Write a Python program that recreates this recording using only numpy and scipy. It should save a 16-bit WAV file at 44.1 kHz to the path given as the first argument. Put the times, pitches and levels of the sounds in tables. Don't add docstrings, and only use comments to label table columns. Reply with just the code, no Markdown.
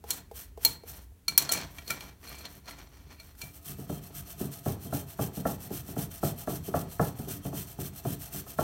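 import sys
import numpy as np
from scipy import signal
from scipy.fft import rfft, irfft
from scipy.io import wavfile
from scipy.ndimage import uniform_filter1d

SR = 44100
rng = np.random.default_rng(int(sys.argv[2]) if len(sys.argv) > 2 else 0)


def to_linear_factor(level_db):
    exponent = np.asarray(level_db, float) / 20
    return 10 ** exponent


def bounce(signal):
    frames = np.transpose(np.atleast_2d(signal))
    limited = np.clip(frames, -1, 1)
    pcm = np.round(limited * 32767).astype(np.int16)
    wavfile.write(sys.argv[1], SR, pcm)


N = 380564

# f/Hz, level/dB
KITCHEN_TONE = [(15, -65), (25, -26.5), (53, -6.5), (74, -6.5), (134, -29), (256, -26.5), (309, -33.5),
                (439, -31), (489, -42.5), (1700, -63.5), (16000, -76)]
# f/Hz, time to fade by 60 dB/s
ECHO_TIMES = [(80, 0.91), (300, 0.27), (1200, 0.5), (5000, 0.27), (14000, 0.17)]

# f/Hz, level/dB, time to fade by 60 dB/s
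COUNTER_LOW = [(85.4, -13, 0.69), (96.6, -9, 0.37), (144.3, 2, 0.15), (181.6, -2.5, 0.17),
               (200.5, -5, 0.17)]
COUNTER_MID = [(253, -16, 0.1), (288.4, -1, 0.18), (338, -0.5, 0.035), (381.2, -1.5, 0.13),
               (433, -3.5, 0.054)]
COUNTER_HIGH = [(466, -1, 0.023), (553.6, -8, 0.07), (616.7, 1, 0.038), (703, 0, 0.04), (807, -3.5, 0.038)]
COUNTER_TOP = [(1000, -13, 0.12), (1115, 14, 0.05), (1222, 7.5, 0.047), (1327, 19.5, 0.028),
               (1714, 10, 0.029), (2010, 4.5, 0.012)]
# f/Hz, level/dB
THUD_TONE = [(24, -29.5), (45, -33.5), (144, 9.5), (278, -5.5), (421, -6.5), (490, -16), (620, -12.5),
             (800, -17), (999, -25), (1250, -23), (2210, -42), (2500, -34.5), (3250, -65), (5500, -120)]
# t/s, peak level/dB, sharp part below it/dB, body below it/dB
KNOCKS = [(0.653, -35.5, -13, -12), (1.282, -39, -29, -14), (1.908, -41, -25, -5), (3.43, -38, -16, -24),
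          (3.69, -35.5, -23, -29), (3.784, -31, -19, -14), (3.894, -24, -9.5, -12.5), (4.098, -43, -7, -9),
          (4.403, -22.5, -16.5, -10), (4.658, -18.5, -9.5, -11.5), (4.852, -29.5, -30, -15),
          (4.924, -22, -5.5, -12), (5.189, -19, -7, -14.5), (5.371, -24, -23, -17),
          (5.452, -21, 0.5, -12.5), (5.639, -33.5, -26, -37), (5.703, -25.5, -17, -11),
          (5.884, -28, -20, -24), (5.963, -21.5, -9.5, -14), (6.229, -18, -5, -15.5),
          (6.473, -20.5, -5, -12), (6.679, -26, -22, -11.5), (6.739, -18, -1.5, -22.5),
          (6.994, -16, -0.5, -16.5), (7.19, -25, -30, -18), (7.273, -28, -25, -11), (7.45, -25, -10.5, -15),
          (7.526, -26.5, -10, -12), (7.785, -26.5, -16.5, -14), (8.049, -23, -7, -11),
          (8.238, -55, -16, -20), (8.341, -35, -10, -19), (8.464, -54.5, 9.5, -16), (8.586, -17, -1.5, -19)]

# f/Hz, level/dB, time to fade by 60 dB/s
BOWL_HUM = [(692, 1, .06), (637, -4, 0.054), (743, -7.5, .04)]
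# f/Hz, level/dB, time to fade by 60 dB/s
BOWL = [(689, 14, 0.064), (744, 8.5, 0.022), (1277, 9, 0.084), (2620, -0.5, 0.11), (3200, -9.5, 0.17),
        (4120, -2, 0.03), (4740, 2, 0.03)]
# f/Hz, level/dB, time to fade by 60 dB/s
RIM_HIGH = [(4245, 0, .055), (4200, -5, .045), (4290, -5, .05), (4255, -19, .11), (4465, -13, .05),
            (4050, -14, .03)]
RIM_LOW = [(2335, 0, .075), (2280, -5, .05), (2395, -6, .05), (2730, -10, .06), (3000, -12, .03)]

# f/Hz, level/dB, time to fade by 60 dB/s
FREE_RASP = [(430, 0, 0.035), (500, -3, .03), (685, -1, 0.035)]
FREE_RASP_TOP = [(800, 0, .06), (1080, -8, .02), (1250, -12, .015)]
# f/Hz, level/dB, time to fade by 60 dB/s
FRAME_HELD = [(900, 3, .04), (1900, -3, .04), (640, -5, 0.031), (1390, -15.5, .05), (3250, -16, .03)]
FRAME_LAID = [(920, -10, 0.071), (1357, 0.5, 0.083), (1390, 1, 0.024), (1060, -3, 0.018), (1940, -5, 0.071),
              (655, -2.5, 0.055), (3250, -5, 0.043)]
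# f/Hz, level/dB, time to fade by 60 dB/s
STEEL = [(3280, -10, .03), (5280, -8, .03), (5650, -2, .04), (5900, 0, .05), (6150, -6, .03),
         (6580, -7, .05), (6900, -8, .04), (7570, -3, .05), (8200, -6, .03), (9400, -7, .03)]
STEEL_TOP = [(11000, 5, 0.0099), (11650, -4, .012), (12260, 3.5, .014), (12500, -3.5, 0.013),
             (12400, -0.5, .014), (13680, -1.5, 0.017), (14400, -15.5, .01), (15330, 2.5, .014)]

# t/s, peak level/dB, sharp part relative to it/dB
LANDINGS = [
    (0.04, -36, 1.5),
    (0.313, -36.5, -0.5),
    (0.575, -33.5, -6),
    (0.835, -38, -9),
    (1.119, -58.5, -12.5),
]
# t/s, length/s, upper ring level/dB, lower ring level/dB
SINGS = [
    (1.3, 0.044, -55, -60),
    (1.39, .04, -48, -56),
    (1.53, .05, -49, -45),
    (1.578, 0.052, -50, -50.5),
    (1.876, 0.032, -49, -61),
    (2.02, 0.056, -64.5, -62),
    (2.275, 0.14, -57.5, -57),
    (2.66, .07, -59.5, -73),
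    (3.11, 0.022, -62, -60.5),
    (3.192, 0.013, -61, -58),
]
# t/s, peak level/dB, f/Hz, time to fade by 60 dB/s
PINGS = [(0.1062, -42, 3300, .035), (0.6522, -42, 880, .12), (0.6532, -31, 7600, .08),
         (0.654, -40, 2300, .16), (1.3772, -24, 4245, .07), (1.493, -33, 4245, .07),
         (1.5052, -41, 700, .045), (1.5232, -34, 5950, .05), (1.8992, -33, 2340, .08),
         (1.9082, -35, 1450, .04), (2.3102, -51, 1200, .07), (2.6862, -45, 1370, .055),
         (2.7082, -47, 1990, .03), (3.1202, -54, 1390, .075), (3.2032, -55, 1400, .045),
         (3.2042, -55, 3700, .03), (3.4182, -41, 2335, .15), (3.4262, -49, 700, .075)]
# t/s, peak level/dB, centre f/Hz, time to fade by 60 dB/s
TICKS = [(1.2803, -31.5, 9000, 0.027), (1.3766, -1.5, 12100, 0.011), (1.449, -27, 5800, 0.037),
         (1.4912, -24, 9000, 0.022), (1.5171, -15, 9000, .025), (1.522, -13, 15100, 0.025),
         (1.535, -19, 11900, .021), (1.548, -24.5, 11100, 0.019), (1.561, -24.5, 9000, 0.02),
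         (1.588, -33, 7000, .02), (1.604, -32.5, 5000, 0.02), (1.613, -28, 5930, 0.029),
         (1.7833, -35.5, 3470, 0.034), (1.9, -31, 2400, 0.033), (1.906, -23, 6000, 0.026),
         (2.0068, -31, 4000, .03), (2.239, -44, 2100, .04), (2.282, -40, 12000, .04),
         (2.292, -35, 13000, .03), (2.326, -35, 3200, 0.027), (2.352, -39, 8600, .04),
         (2.385, -37, 9000, 0.044), (2.39, -41, 5000, .02), (2.453, -33.5, 3970, 0.049),
         (2.552, -43, 13500, .03), (2.659, -47, 4200, 0.028), (2.6825, -36, 2500, 0.036),
         (2.693, -39.5, 1400, 0.04), (2.701, -40, 14000, .03), (2.709, -32, 2000, .03),
         (3.0374, -54.5, 1400, 0.047), (3.3504, -48, 1300, 0.064), (3.387, -50, 6040, .03)]
# upper ring/dB, lower ring/dB, rasp frame/dB
CLINKS = [(0.1052, -11, -26.5, -28, -36), (0.649, -6, -17.5, -21, -23), (1.2814, -14, -14, -14, -22.5),
          (1.3776, -4, -17, -23, -30), (1.4217, -19, -24, -15, -35), (1.492, -22.5, -12.5, -15, -7),
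          (1.5202, -8.5, -37, -25, -36), (1.5345, -14.5, -24, -16, -32), (1.5744, -24, -17, -16, -16),
          (1.7842, -36, -23, -3, -5), (1.8775, -28.5, -15, -24, -30), (1.904, -17, -19.5, -8, -14),
          (2.0071, -32.5, -18, -17, -22), (2.2415, -45, -22, -10, -17), (2.274, -37, -15, -18, -28),
          (2.453, -33, -16, -20, -10), (2.6566, -46, -16, -18, -19), (2.6814, -41.5, -11, -21, 0),
          (2.7094, -43, -20, -14, -6), (2.7852, -42.5, -23, -6, -11), (2.9694, -47, -28, -18, -17),
          (3.1097, -46.5, -20, -12, -12), (3.199, -39, -13, -5, -8), (3.416, -26.5, -16.5, -8.5, -20.5)]
# f/Hz, level/dB
CRACK_TONE = [(290, -31), (500, -2), (2370, -7), (2850, -1.5), (4210, 1.5), (5080, -6), (5860, 5),
              (7270, 2.5), (13300, 2), (15600, -5)]

# t/s at full speed, length/s, scrape level/dB, rim friction level/dB
AIR = [
    (.09, 0.092, -46.5, -54.5),
    (.36, 0.078, -47.5, -62),
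    (.63, 0.1, -46, -56),
    (.885, 0.032, -46, -58.5),
    (.93, 0.047, -53, -59.5),
    (.99, 0.057, -64, -75),
]
# t/s, length/s, scrape level/dB, rim friction level/dB
SLIDES = [(1.322, 0.0143, -66, -56.5), (1.389, 0.081, -65.5, -48.5), (1.519, 0.11, -52.5, -44),
          (1.707, 0.15, -60.5, -61.5), (1.889, 0.055, -47.5, -50), (1.978, 0.11, -58, -56.5),
          (2.239, 0.19, -55.5, -57), (2.452, 0.011, -62, -50.5), (2.496, 0.083, -59, -64),
          (2.689, 0.015, -55, -50.5), (2.776, 0.06, -63.5, -58.5), (2.895, 0.22, -71.5, -67),
          (3.108, 0.03, -63, -59.5), (3.2, 0.11, -62.5, -66.5), (3.4, 0.073, -50.5, -62)]
# t/s at full speed, length/s, scrape level/dB, weight on the bowl/dB
FORWARD = [(3.656, 0.066, -44, -46.5), (3.897, 0.08, -49, -57), (4.149, 0.057, -44.5, -46.5),
           (4.395, 0.064, -43.5, -45), (4.659, 0.069, -44, -51), (4.934, 0.072, -41.5, -45),
           (5.203, 0.064, -42, -51), (5.465, 0.068, -42, -40.5), (5.728, 0.07, -42, -49),
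           (5.985, 0.059, -41.5, -43), (6.237, 0.066, -40.5, -46), (6.492, 0.071, -42, -40),
           (6.754, 0.061, -42.5, -44.5), (7.008, 0.086, -43.5, -53), (7.291, 0.067, -42, -43.5),
           (7.548, 0.074, -42, -45.5), (7.804, 0.067, -43.5, -43), (8.064, 0.075, -43, -42),
           (8.329, 0.071, -42, -43), (8.599, 0.028, -41, -53)]
# t/s at full speed, length/s, scrape level/dB
BACK = [(3.546, 0.044, -54), (3.785, 0.06, -53), (4.032, 0.05, -52.5), (4.276, 0.052, -47),
        (4.526, 0.064, -48.5), (4.816, 0.056, -49.5), (5.087, 0.048, -49.5), (5.348, 0.058, -47),
        (5.61, 0.06, -48.5), (5.866, 0.063, -49), (6.117, 0.068, -49.5), (6.388, 0.045, -45),
        (6.648, 0.051, -47.5), (6.905, 0.046, -47.5), (7.177, 0.065, -50), (7.445, 0.044, -47),
        (7.679, 0.054, -48.5), (7.96, 0.032, -46), (8.207, 0.071, -47), (8.476, 0.064, -49.5)]
# f/Hz, level/dB
SCRAPE_TONE = [(530, -24.5), (900, -16.5), (1000, -11), (1290, -4.5), (2150, -10.5), (3040, -7.5),
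               (4900, -8), (6000, -3), (6680, -8), (9230, -1), (10500, -7.5), (12900, 2.5), (15600, -4.5)]


def colour(x, points):
    hz, db = np.transpose(points)
    grid_hz = np.maximum(np.arange(2049) * SR / 4096, 1)
    log_gain = np.log(to_linear_factor(np.interp(np.log(grid_hz), np.log(hz), db)))
    cepstrum = irfft(log_gain)
    cepstrum[1:2048] *= 2
    cepstrum[2049:] = 0
    return signal.oaconvolve(x, irfft(np.exp(rfft(cepstrum))))[:len(x)]


def unit(x):
    return x / np.sqrt(np.mean(x ** 2))


def seconds(length_s):
    return np.arange(int(SR * length_s)) / SR


def fade_in(t, rise_s):
    return np.clip(t / rise_s, 0, 1)


def decay(t, t60):
    return to_linear_factor(-60 * t / t60)


def ring(modes, spread_db=0., detune=0., sign=-1):
    hz, db, t60 = np.transpose(modes)[:, :, None]
    chance = rng.standard_normal((2, len(modes), 1))
    t = seconds(np.max(t60))
    waves = np.sin(2 * np.pi * hz * (1 + detune * chance[0]) * t)
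    waves = waves * sign ** np.arange(len(modes))[:, None]
    sound = np.sum(to_linear_factor(db + spread_db * chance[1] - 60 * t / t60) * waves, axis=0)
    return sound / np.max(np.abs(sound))


def excite(force, modes):
    body = ring(modes)
    return signal.oaconvolve(force, body / np.linalg.norm(body))[:N]


def add(track, s, sound):
    i = int(s * SR)
    track[i:i + len(sound)] += sound[:len(track) - i]


def grains(rate, scatter_db):
    sizes_db = scatter_db * np.minimum(rng.exponential(size=N), 3)
    return (rng.random(N) < rate / SR) * rng.standard_normal(N) * to_linear_factor(sizes_db)


def walk(rate):
    k = int(SR / rate)
    return uniform_filter1d(np.repeat(rng.standard_normal(N // k + 1), k), k)[:N]


def settle(held, resting):
    return np.interp(np.arange(N) / SR, [3.33, 3.73], [held, resting])


def gestures(rows, column, rise_db_s, fall_db_s, lag_s=0.):
    t = np.arange(N) / SR - lag_s
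    out = np.full(N, -120.)
    for row in rows:
        s, length, db = row[0], row[1], row[column]
        end = s + length
        near = slice(max(int((s - 1) * SR), 0), int((end + 1) * SR))
        times = [s - 1, s, s + .45 * length, end, end + 1]
        shape_db = np.interp(t[near], times, [-1.5 - rise_db_s, -1.5, .8, -3, -3 - fall_db_s])
        out[near] = np.maximum(out[near], db + shape_db)
    return out


def stroke_db(rows, column, lag_s=0.):
    return gestures(rows, column, rise_db_s=600, fall_db_s=454, lag_s=lag_s)


def slide_db(rows, column):
    return gestures(rows, column, rise_db_s=446, fall_db_s=212)


def rim_drag_db():
    return np.maximum(slide_db(AIR + SLIDES, column=3), settle(-94.5, -67.5))


def kitchen():
    swell_db = 1.8 * walk(5)
    rumble = unit(colour(rng.standard_normal(N), KITCHEN_TONE))
    hiss = unit(colour(rng.standard_normal(N), [(300, 4.5), (1700, -1), (5000, -5.0), (16000, -1.0)]))
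    return to_linear_factor(-53 + swell_db) * rumble + to_linear_factor(-67.5) * hiss


def room(x):
    t = seconds(0.5)
    hz, t60 = np.transpose(ECHO_TIMES)
    tail = 0
    for centre in 60 * 2. ** np.arange(9):
        band = colour(rng.standard_normal(len(t)), [(centre / 3, -40), (centre, 0), (centre * 3, -40)])
        tail = tail + band * decay(t, np.interp(np.log(centre), np.log(hz), t60))
    tail = tail * fade_in(t, 0.001)
    return signal.oaconvolve(x, tail / np.linalg.norm(tail))[:N]


def push():
    drag = unit(grains(600, scatter_db=2.5))
    weight_db = gestures(FORWARD, column=3, rise_db_s=193, fall_db_s=116, lag_s=0.011)
    rim_db = uniform_filter1d(rim_drag_db(), size=SR // 20)
    low_db = np.max([weight_db, 0.66 * rim_db - 17.0, settle(-67, -53.5)], axis=0)
    idle_db = settle(-89.5, -86) + 0.84 * walk(10)
    board_db = np.max([rim_db - 4.5, idle_db, stroke_db(BACK, column=2) - 10.5], axis=0)
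    hum_db = stroke_db(BACK, column=2, lag_s=0.024) - 9
    low_modes = COUNTER_LOW + [(hz, db - 5.0, t60) for hz, db, t60 in COUNTER_MID]
    hum = excite(to_linear_factor(hum_db) * drag, BOWL_HUM)
    low = excite(to_linear_factor(low_db) * drag, low_modes)
    return hum + low + excite(to_linear_factor(board_db) * drag, COUNTER_HIGH)


def knocks():
    out, t = np.zeros(N), seconds(0.25)
    bounce_modes = COUNTER_HIGH[1:] + [(803, 8, .05), (1300, -5, .04)]
    roars = unit(colour(rng.standard_normal(len(t) * len(KNOCKS)), THUD_TONE)).reshape(-1, len(t))
    roars = roars * fade_in(t, 0.0026) * to_linear_factor(-60 * t / 0.6 - 6.3 * (t / 0.17) ** 2)
    for (s, db, sharp_db, body_db), roar in zip(KNOCKS, roars):
        board = np.zeros(SR // 3)
        add(board, .001, to_linear_factor(1.5 * sharp_db - 3) * ring(COUNTER_TOP, spread_db=2, detune=.015))
        add(board, .002, to_linear_factor(0.87 * sharp_db + 1.5) * ring(COUNTER_HIGH, spread_db=0.25, detune=0.0088))
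        add(board, .0012, to_linear_factor(body_db + 4.0) * ring(COUNTER_MID, spread_db=1.5, detune=0.012))
        add(board, 0.031, to_linear_factor(sharp_db - 11) * ring(bounce_modes, spread_db=2.5, detune=0.012))
        low = ring(COUNTER_LOW, spread_db=1.5, detune=0.012, sign=0.96)
        add(board, .004, to_linear_factor(0.2) * low * fade_in(np.arange(len(low)) / SR, 0.0082))
        board = board * fade_in(np.arange(len(board)) / SR, .004)
        shudder = rng.standard_normal(len(t)) * to_linear_factor(-31.5) * decay(t, 0.23)
        shudder[0] = 1
        add(out, s, to_linear_factor(db) * signal.oaconvolve(board, shudder))
        add(out, s, to_linear_factor(db - 10.5) * roar)
    return out


def landings():
    out, t = np.zeros(N), seconds(0.05)
    for s, db, sharp_db in LANDINGS:
        bend = ring(FREE_RASP, spread_db=2, detune=.02)
        add(out, s, to_linear_factor(db) * bend * fade_in(np.arange(len(bend)) / SR, 0.0019))
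        add(out, s, to_linear_factor(db + sharp_db - 5.5) * ring(FREE_RASP_TOP, spread_db=3, detune=.02))
        wet_tick = rng.standard_normal(len(t)) * decay(t, 0.048)
        add(out, s, to_linear_factor(db + sharp_db / 2 - 15) * wet_tick)
    return out


def sings():
    rub = rng.standard_normal(N) * to_linear_factor(2.5 * walk(80))
    damping = .55
    high_modes = [(hz, db, damping * t60) for hz, db, t60 in RIM_HIGH]
    low_modes = [(hz, db, damping * t60) for hz, db, t60 in RIM_LOW]
    high = excite(to_linear_factor(stroke_db(SINGS, column=2)) * rub, high_modes)
    return high + excite(to_linear_factor(stroke_db(SINGS, column=3)) * rub, low_modes)


def pings():
    out, t = np.zeros(N), seconds(0.02)
    for s, db, hz, t60 in PINGS:
        rub = rng.standard_normal(len(t)) * decay(t, .03)
        pair = ring([(hz, 0, t60), (1.04 * hz, -4, 0.77 * t60)])
        add(out, s, to_linear_factor(db) * signal.oaconvolve(pair, rub / np.linalg.norm(rub)))
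    return out


def ticks():
    out, t = np.zeros(N), seconds(1 / 16)
    for s, db, hz, t60 in TICKS:
        burst = unit(colour(rng.standard_normal(len(t)), [(hz / 6, -22), (hz, 0), (hz * 1.5, -14)]))
        add(out, s, to_linear_factor(db - 8) * decay(t, t60) * fade_in(t, .0005) * burst)
    return out


def clinks():
    out, t = np.zeros(N), seconds(0.1)
    cracks = unit(colour(rng.standard_normal(len(t) * len(CLINKS)), CRACK_TONE)).reshape(-1, len(t))
    cracks = cracks * fade_in(t, 0.00027) * (decay(t, 0.035) + to_linear_factor(-11.0) * decay(t, 0.18))
    for (s, db, high_db, low_db, frame_db), crack in zip(CLINKS, cracks):
        frame = FRAME_LAID if s > 1.2 else FRAME_HELD
        treble_db = max(db + 6.0, -27)
        blow = np.zeros(SR // 3)
        add(blow, 0, to_linear_factor(high_db + 8.0) * ring(RIM_HIGH, spread_db=1.2, detune=0.003))
        add(blow, 0, to_linear_factor(low_db - 1.0) * ring(RIM_LOW, spread_db=1.2, detune=0.003))
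        add(blow, 0, to_linear_factor(frame_db) * ring(frame, spread_db=2, detune=.01))
        add(blow, 0, to_linear_factor(-10.5) * ring(STEEL, spread_db=2.5, detune=0.005))
        add(blow, 0, to_linear_factor(treble_db) * ring(STEEL_TOP, spread_db=2.5, detune=0.004))
        skid = rng.standard_normal(900) * to_linear_factor(-17) * decay(t[:900], .022)
        skid[0] = 1
        add(out, s, to_linear_factor(db) * signal.oaconvolve(blow, skid) / np.linalg.norm(skid))
        add(out, s, to_linear_factor(db - 14.0) * crack)
    return out


def rim_slide():
    slips = unit(grains(2500, scatter_db=0.5)) * to_linear_factor(rim_drag_db() + 2.2 * walk(60))
    rings = to_linear_factor(-10.5) * excite(slips, RIM_HIGH) + to_linear_factor(-18.5) * excite(slips, RIM_LOW)
    rings = rings + to_linear_factor(-13.0) * excite(slips, FRAME_LAID) + to_linear_factor(-10.5) * excite(slips, STEEL)
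    grit = colour(slips, [(120, -11.0), (250, 13.5), (500, 6.5), (1000, 7.5), (2500, 3.0), (4900, -2.5),
                          (6000, 3.5), (9000, -32.5)])
    return rings + to_linear_factor(5) * grit


def scrape():
    strokes_db = stroke_db(AIR + FORWARD + BACK, column=2)
    speed_db = np.max([strokes_db, slide_db(SLIDES, column=2), settle(-90.5, -70)], axis=0)
    tears = unit(grains(9000, scatter_db=-1.0))
    fibres = unit(colour(tears, SCRAPE_TONE))
    fibres = fibres + to_linear_factor(-26 + 3.5 * walk(25)) * excite(tears, STEEL)
    fibres = fibres + to_linear_factor(-28.5 + 3 * walk(13)) * excite(tears, RIM_HIGH)
    plate = [(3200, 3.5, 0.19), (2580, -10, .03), (3700, 9.5, 0.023), (5960, 6.0, 0.036)]
    fibres = fibres + to_linear_factor(-23.5 + 5.0 * walk(30)) * excite(tears, plate)
    flutter_db = np.clip(2.3 * walk(90), -3.5, 3.5)
    bowl = settle(.13, 0.6) * to_linear_factor(0.44 * speed_db - 35.0) * excite(tears, BOWL)
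    return to_linear_factor(speed_db + flutter_db + 2.5) * fibres + bowl


def scene():
    bowl_and_counter = push() + knocks() + landings() + sings()
    near = bowl_and_counter + pings() + ticks() + clinks() + rim_slide() + scrape()
    return (near + to_linear_factor(-13) * room(near) + kitchen())[None, :]


def roll_off(x):
    return signal.sosfilt(signal.butter(12, 16990, fs=SR, output="sos"), x)


def record(dry):
    no_bass = signal.butter(3, 42, "high", fs=SR, output="sos")
    no_top = signal.ellip(10, .2, 80, 15900, fs=SR, output="sos")
    mix = signal.sosfilt(no_top, signal.sosfilt(no_bass, dry))
    return roll_off(mix)


dry = scene()
out = record(dry)
bounce(out)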